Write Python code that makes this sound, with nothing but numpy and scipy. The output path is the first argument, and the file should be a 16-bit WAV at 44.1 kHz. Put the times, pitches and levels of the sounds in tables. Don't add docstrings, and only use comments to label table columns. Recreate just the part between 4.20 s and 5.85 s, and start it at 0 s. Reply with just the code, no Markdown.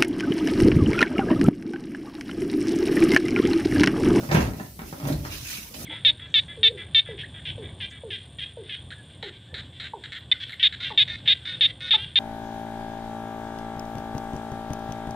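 import sys
import numpy as np
from scipy import signal
from scipy.fft import rfft, irfft
from scipy.io import wavfile
from scipy.ndimage import uniform_filter1d

SR = 44100
rng = np.random.default_rng(int(sys.argv[2]) if len(sys.argv) > 2 else 0)


def convert_level_to_amplitude(level_db):
    exponent = np.asarray(level_db, float) / 20
    return 10 ** exponent


def output_pcm(signal):
    pcm = np.clip(np.atleast_2d(signal).T, -1, 1) * 32767
    wavfile.write(sys.argv[1], SR, np.round(pcm).astype(np.int16))


N = 72765
T = np.arange(N) / SR


def evened(x):
    return x / np.sqrt(np.mean(x ** 2) + 1e-20)


def read(points, hz):
    f, value = np.transpose(points)
    return np.interp(np.log(hz + 1), np.log(f + 1), value)


def add(mix, start_s, sound):
    part = mix[..., round(start_s * SR):][..., :sound.shape[-1]]
    part += sound[..., :part.shape[-1]]


def colour(x, points):
    hz = np.fft.rfftfreq(x.shape[-1], 1 / SR)
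    inside = (hz > points[0][0] * 0.7) & (hz < points[-1][0] * 1.02)
    gain = convert_level_to_amplitude(read(points, hz)) * inside
    return evened(irfft(rfft(x) * gain, x.shape[-1]))


def ring(x, peaks, wider):
    out = np.zeros(len(x))
    for hz, width_hz, db in peaks:
        r = np.exp(-np.pi * width_hz * wider / SR)
        poles = [1, -2 * r * np.cos(2 * np.pi * hz / SR), r * r]
        out += convert_level_to_amplitude(db) * signal.lfilter([1 - r, 0, r - 1], poles, x)
    return evened(out)


def slips(per_s, spread_db):
    size = convert_level_to_amplitude(spread_db * np.minimum(rng.exponential(1, N), 4)) * rng.standard_normal(N)
    return evened(size * (rng.random(N) < per_s / SR))


def patchy(x, patch_db):
    z = signal.stft(x, nperseg=512, noverlap=384)[2]
    patches = uniform_filter1d(rng.standard_normal(z.shape[1:]), size=3, axis=0)
    patches = uniform_filter1d(patches, size=10, axis=1)
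    z = z * convert_level_to_amplitude(patch_db * evened(patches))
    return evened(signal.istft(z, nperseg=512, noverlap=384)[1][:, :N])


def pan(left_right_db):
    return convert_level_to_amplitude(np.array([left_right_db / 2, -left_right_db / 2]))


def ports(a, b):
    # hz, likeness
    likeness = [(60, 1), (180, 1), (550, 0.93), (1650, 0.74), (4970, 0.14), (15000, 0.085)]
    same = np.clip(read(likeness, np.fft.rfftfreq(N, 1 / SR)), -1, 1)
    second = same * rfft(a) + np.sqrt(1 - same ** 2) * rfft(b)
    return np.array([a, irfft(second, N)])


def housing(x):
    # hz, left_right_db
    lean = [(700, 0), (1200, 0), (2500, -5.5), (9000, 6)]
    return irfft(rfft(x) * pan(read(lean, np.fft.rfftfreq(N, 1 / SR))), N)


def garage(x):
    # hz, t60_s
    decay = [(100, 0.15), (500, 0.26), (2000, 0.3), (8000, 0.066)]
    wet_db = -4
    taps = np.zeros((2, 20000))
    at = np.arange(200, 19980, 20) + rng.integers(0, 20, (2, 989))
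    np.put_along_axis(taps, at, rng.choice([-1., 1.], at.shape), 1)
    hz, t, z = signal.stft(taps, SR, nperseg=256)
    z = z * convert_level_to_amplitude(-60 * t / read(decay, hz)[:, None])
    tail = signal.istft(z, SR, nperseg=256)[1]
    tail *= convert_level_to_amplitude(wet_db) / np.linalg.norm(tail[0])
    tail[0, 0] += 1
    tail[1, 12] += 1
    return signal.fftconvolve(x, tail, axes=1)[:, :N]


def air():
    # hz, level_db_per_hz
    air_spectrum = [(18, -40), (30, -36), (79, -9.5), (250, -9), (1440, -32.5), (4930, -21.5), (7300, -24),
                    (10500, -21), (15600, -17.5)]
    noise = patchy(rng.standard_normal((2, N)), 1.8)
    return convert_level_to_amplitude(-48.5) * ports(*colour(noise, air_spectrum))


def scuff():
    # start_s, length_s, scuff_db, brightness_db, left_right_db
    strokes = [(0, 0.041, -50.5, -2, -8.5), (0.01, 0.16, -50.5, 2, -10), (0.111, 0.087, -43.5, -5, -13),
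               (0.124, 0.057, -52, 9.5, -3), (0.132, 0.19, -40, -5, -9), (.205, 0.055, -54, 1, -7),
               (0.339, 0.21, -58.5, 0, -18), (0.641, 0.17, -55, 4.5, -13), (0.74, 0.35, -50, 0, -10.5),
               (0.871, 0.052, -53, 10.5, -2), (0.921, 0.027, -51.5, 4, -7),
               (1.027, 0.17, -47.5, -3.5, -5.5), (1.102, 0.16, -40, -3, -4.5), (1.206, 0.29, -39, 0, -4.5),
               (1.426, 0.34, -55, 4.5, -10), (1.539, 0.022, -44, -11, -9), (1.547, 0.22, -49.5, 3, -2.5)]
    # hz, level_db
    weave = [(900, -15.5), (1500, -9), (2000, -7), (2500, -2.5), (3000, -5), (4000, -6), (6300, -8.5),
             (7200, -17)]
    weave_top = [(7000, -9.5), (9300, -6.5), (11500, -5), (15600, -7.5)]
    # time_s, ridge_hz, level_db
    squeak_path = [
        (1.09, 2800, 0),
        (1.137, 2800, 3),
        (1.2, 2550, -13),
        (1.265, 2620, 8),
        (1.309, 2430, -5),
        (1.326, 2450, 10),
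        (1.349, 2460, -1),
        (1.38, 2600, 1),
        (1.43, 2550, -3),
    ]
    rise_s, rise_share, edge_db = 0.0053, 0.3, -18
    squeak_hz, squeak_width_hz, squeak_db = 2412, 94, -9

    low, top = np.zeros((2, 2, N))
    for start_s, length_s, db, bright_db, pan_db in strokes:
        peak_s = max(length_s * rise_share * min(length_s / 0.24, 1.5), rise_s)
        t = T[:round(length_s * SR)]
        off_peak = np.interp(t, [0, peak_s, length_s], [1, 0, 1])
        shape = convert_level_to_amplitude(db + edge_db * off_peak ** 2)
        add(low, start_s, shape * pan(pan_db)[:, None])
        add(top, start_s, shape * convert_level_to_amplitude(bright_db) * pan(0.2 * pan_db)[:, None])

    fibres = []
    for _ in "lr":
        clicks = slips(9000, 0.46)
        flutter = evened(uniform_filter1d(rng.standard_normal(N), 400))
        fibres.append(clicks * convert_level_to_amplitude(0.82 * flutter))
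    fibres = np.array(fibres)

    at_s, ridge_hz, ridge_db = np.transpose(squeak_path)
    shift_hz = np.interp(T, at_s, ridge_hz) - squeak_hz
    turn = np.exp(2j * np.pi * np.cumsum(shift_hz) / SR)
    tones = [ring(v, [(squeak_hz, squeak_width_hz, 0)], 0.6) for v in fibres]
    squeak = np.array([(signal.hilbert(tone) * turn).real for tone in tones])
    squeak *= convert_level_to_amplitude(squeak_db + np.interp(T, at_s, ridge_db, -60, -60))

    hiss = patchy(fibres, 2.8)
    return low * (colour(hiss, weave) + squeak) + top * colour(hiss, weave_top)


def pings():
    # start_s, peak_db, ring_hz, t60_s
    plates = [(.001, -32.5, 1455, 0.025), (.086, -38, 940, .04), (.095, -30, 1800, 0.1),
              (.098, -29, 509, 0.065), (.124, -25, 598, 0.11), (.146, -17, 1600, 0.041),
              (.172, -23, 730, 0.055), (.183, -23.5, 420, 0.11), (.207, -40, 930, 0.081),
              (.272, -37, 700, 0.038), (.617, -40, 391, 0.11), (.655, -37.5, 310, 0.063),
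              (.676, -46, 2670, 0.07), (.726, -38, 1310, 0.019), (.799, -34, 854, 0.046),
              (.885, -24, 550, .05), (.904, -25, 640, 0.042), (.926, -37, 4100, .08),
              (1.048, -32, 803, 0.031), (1.052, -38, 1300, 0.045), (1.064, -35.5, 860, 0.036),
              (1.079, -51, 950, 0.042), (1.333, -44.5, 593, .05), (1.125, -42, 1048, 0.11),
              (1.320, -38, 2460, .12), (1.452, -46, 940, .1), (1.495, -47.5, 1146, .1),
              (1.51, -44, 490, .08), (1.563, -36, 618, 0.048), (1.592, -42, 1293, 0.072),
              (1.57, -46, 5400, .25), (1.62, -41.5, 648, 0.093)]
    rise_s = 0.00092
    out, t = np.zeros(N), T[:6000]
    for start_s, db, hz, t60_s in plates:
        pair = np.sin(2 * np.pi * hz * t) + 0.44 * np.sin(2 * np.pi * hz * 1.06 * t)
        decay = convert_level_to_amplitude(db - 4 - 60 * t / max(t60_s, 0.02))
        add(out, start_s, decay * (1 - np.exp(-t / rise_s)) * pair)
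    return out


def knocks():
    # start_s, peak_db, treble_db, crackle_t60_s
    hits = [(.033, -26, -28, 0.097), (.090, -24, -13, 0.17), (0.113, -13.5, -9, 0.15),
            (0.149, -8.5, -20, 0.13), (.169, -10.5, -22, 0.039), (0.187, -18.5, -28, 0.016),
            (.205, -18, -12, 0.098), (.250, -26.5, -23, 0.23), (.335, -28.5, -9, 0.037),
            (.397, -24.5, -17, 0.048), (.591, -27, -10.5, 0.059), (.618, -30, -6.5, 0.029),
            (0.676, -57, 6, 0.03), (.727, -23, -10, 0.02), (0.779, -47, -8, 0.053), (.800, -27, -6, 0.018),
            (.828, -26.5, -16, 0.03), (.853, -23, -21, 0.028), (0.874, -26.5, -23, 0.037),
            (.886, -22, -6.5, 0.031), (0.901, -35, 2, 0.035), (.926, -31, 4.5, 0.053),
            (1.047, -33, -17, 0.036), (1.051, -23, -9, 0.025), (1.543, -33.5, 0.5, 0.017),
            (1.612, -36.5, 5, .05)]
    # hz, width_hz, level_db
    panel = [(416, 45, 11), (560, 17, 11), (574, 90, 4.5), (743, 90, 10.5), (890, 83, 2), (940, 49, 3),
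             (970, 230, -7), (1284, 27, 4.5), (1586, 143, 4), (1665, 31, -6.5), (2100, 160, -7),
             (2400, 65, -8)]
    snap, snap_t60_s, tick_t60_s = 1.8, 0.004, 0.02
    panel_top_hz = 3210
    out, t = np.zeros(N), T[:6000]
    tick_band = signal.butter(4, [2300, 6500], "band", fs=SR, output="sos")
    noise = rng.standard_normal((len(hits), 3, 6000))
    for (start_s, db, treble_db, t60_s), (a, b, c) in zip(hits, noise):
        flutter_db = 20 * 0.152 * evened(uniform_filter1d(c, 90))
        crackle = a * convert_level_to_amplitude(flutter_db - 60 * t / t60_s)
        crackle += snap * a * convert_level_to_amplitude(-60 * t / snap_t60_s)
        dulling = signal.butter(3, panel_top_hz * convert_level_to_amplitude(0.093 * db), fs=SR, output="sos")
        body = signal.sosfilt(dulling, ring(crackle, panel, 2.9))
        tick = signal.sosfilt(tick_band, b) * convert_level_to_amplitude(treble_db - 60 * t / tick_t60_s)
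        add(out, start_s, convert_level_to_amplitude(db - 1.5) * (body / abs(body).max() + tick))
    return out


def groan():
    # time_s, groan_db, frame_rumble_db
    weight = [(0, -33.5, -53), (0.07, -39, -53), (.15, -25.5, -43), (.22, -29.5, -27.5),
              (.33, -36.5, -37.5), (.45, -42.5, -50), (.56, -60.5, -47.5), (.62, -48.5, -47.5),
              (.79, -45.5, -47.5), (.9, -31.5, -36), (0.961, -39.5, -33.5), (1.03, -40.5, -41),
              (1.1, -42.5, -38.5), (1.25, -55.5, -46.5), (1.5, -55.5, -56), (1.65, -39.5, -44)]
    # hz, width_hz, level_db
    box_modes = [(95.4, 60, -19), (131.5, 32, -1.5), (149.6, 5.5, 1.5), (191, 65, 5), (258, 8.8, -6),
                 (283, 19, -14), (383, 25, -15.5), (560, 105, -4.5)]
    # hz, width_hz, level_db
    frame_modes = [(47, 36.2, 6), (64.8, 8.6, -32)]
    at_s, box_db, frame_db = np.transpose(weight)
    soft_slips = np.convolve(slips(1500, 0.42), np.hanning(70), "same")
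    box = ring(soft_slips, box_modes, 1.83)
    frame = ring(ring(slips(900, 0.46), frame_modes, 1.57), frame_modes, 3.74)
    box *= convert_level_to_amplitude(np.interp(T, at_s, box_db) - 1.5)
    frame *= convert_level_to_amplitude(np.interp(T, at_s, frame_db) - 1.0)
    return box + frame


def thumps():
    # start_s, peak_db, ring_hz, t60_s
    blows = [(0, -28.5, 249, 0.043), (0.033, -42, 248, 0.044), (0.085, -23.5, 129, 0.079),
             (0.095, -23.5, 150, 0.065), (0.116, -14.5, 156, 0.12), (.143, -5, 175, 0.067),
             (0.167, -7, 146, 0.066), (.177, -6, 182, 0.035), (0.194, -12.5, 212, 0.065),
             (0.214, -38, 150, 0.032), (.226, -16.5, 198, 0.059), (.254, -17.5, 105.7, 0.11),
             (0.273, -22.5, 113.5, 0.11), (0.305, -25.5, 191.5, 0.11), (.338, -27, 187, 0.064),
             (0.401, -28.5, 191, 0.16), (.589, -24.5, 173.4, 0.048), (.615, -24, 216, 0.045),
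             (0.727, -25.5, 149, 0.047), (0.797, -32.5, 281, 0.15), (0.828, -26, 139.9, 0.45),
             (0.863, -33, 138, 0.2), (0.865, -19.5, 263.6, 0.048), (0.898, -17, 281, 0.097),
             (0.914, -18, 142, 0.14), (0.933, -24, 142.7, 0.33), (0.948, -24.5, 169, 0.074),
             (1.046, -25.5, 139, 0.05), (1.054, -29.5, 340, 0.039), (1.063, -27, 131, 0.051),
             (1.094, -34, 102, 0.073), (1.223, -33, 120, 0.095), (1.345, -39.5, 138, 0.11),
             (1.382, -30.5, 197, 0.049), (1.542, -40, 260, 0.14), (1.575, -47.5, 423, 0.15),
             (1.605, -33.5, 242, 0.063), (1.625, -41, 513, 0.06), (1.641, -26, 150, .06)]
    rise_s = 0.0035
    out, t = np.zeros(N), T[:9000]
    for start_s, db, hz, t60_s in blows:
        tone = np.sin(2 * np.pi * hz * t)
        tone += 0.39 * np.sin(2 * np.pi * 2.177 * hz * t) * convert_level_to_amplitude(-300 * t)
        decay = convert_level_to_amplitude(db - 60 * t / max(t60_s, 0.02))
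        add(out, start_s, decay * (1 - np.exp(-t / rise_s)) * tone)
    return out


def scene():
    low = thumps() + groan()
    near = garage((knocks() + pings() + convert_level_to_amplitude(-14.5) * low)[None])
    bass = ports(low, 1.53 * np.roll(low, 150))
    return bass + housing(near) + scuff() + air()


def top_cut(x):
    return signal.sosfilt(signal.butter(12, 16750, fs=SR, output="sos"), x)


def record(dry):
    bass_cut = signal.butter(6, 42.6, "high", fs=SR, output="sos")
    band_limit = signal.firwin(1023, 15600, window=("kaiser", 9), fs=SR)
    x = signal.sosfilt(bass_cut, dry)
    x = signal.oaconvolve(x, band_limit[None], "same")
    return top_cut(x)


dry = scene()
out = record(dry)
output_pcm(out)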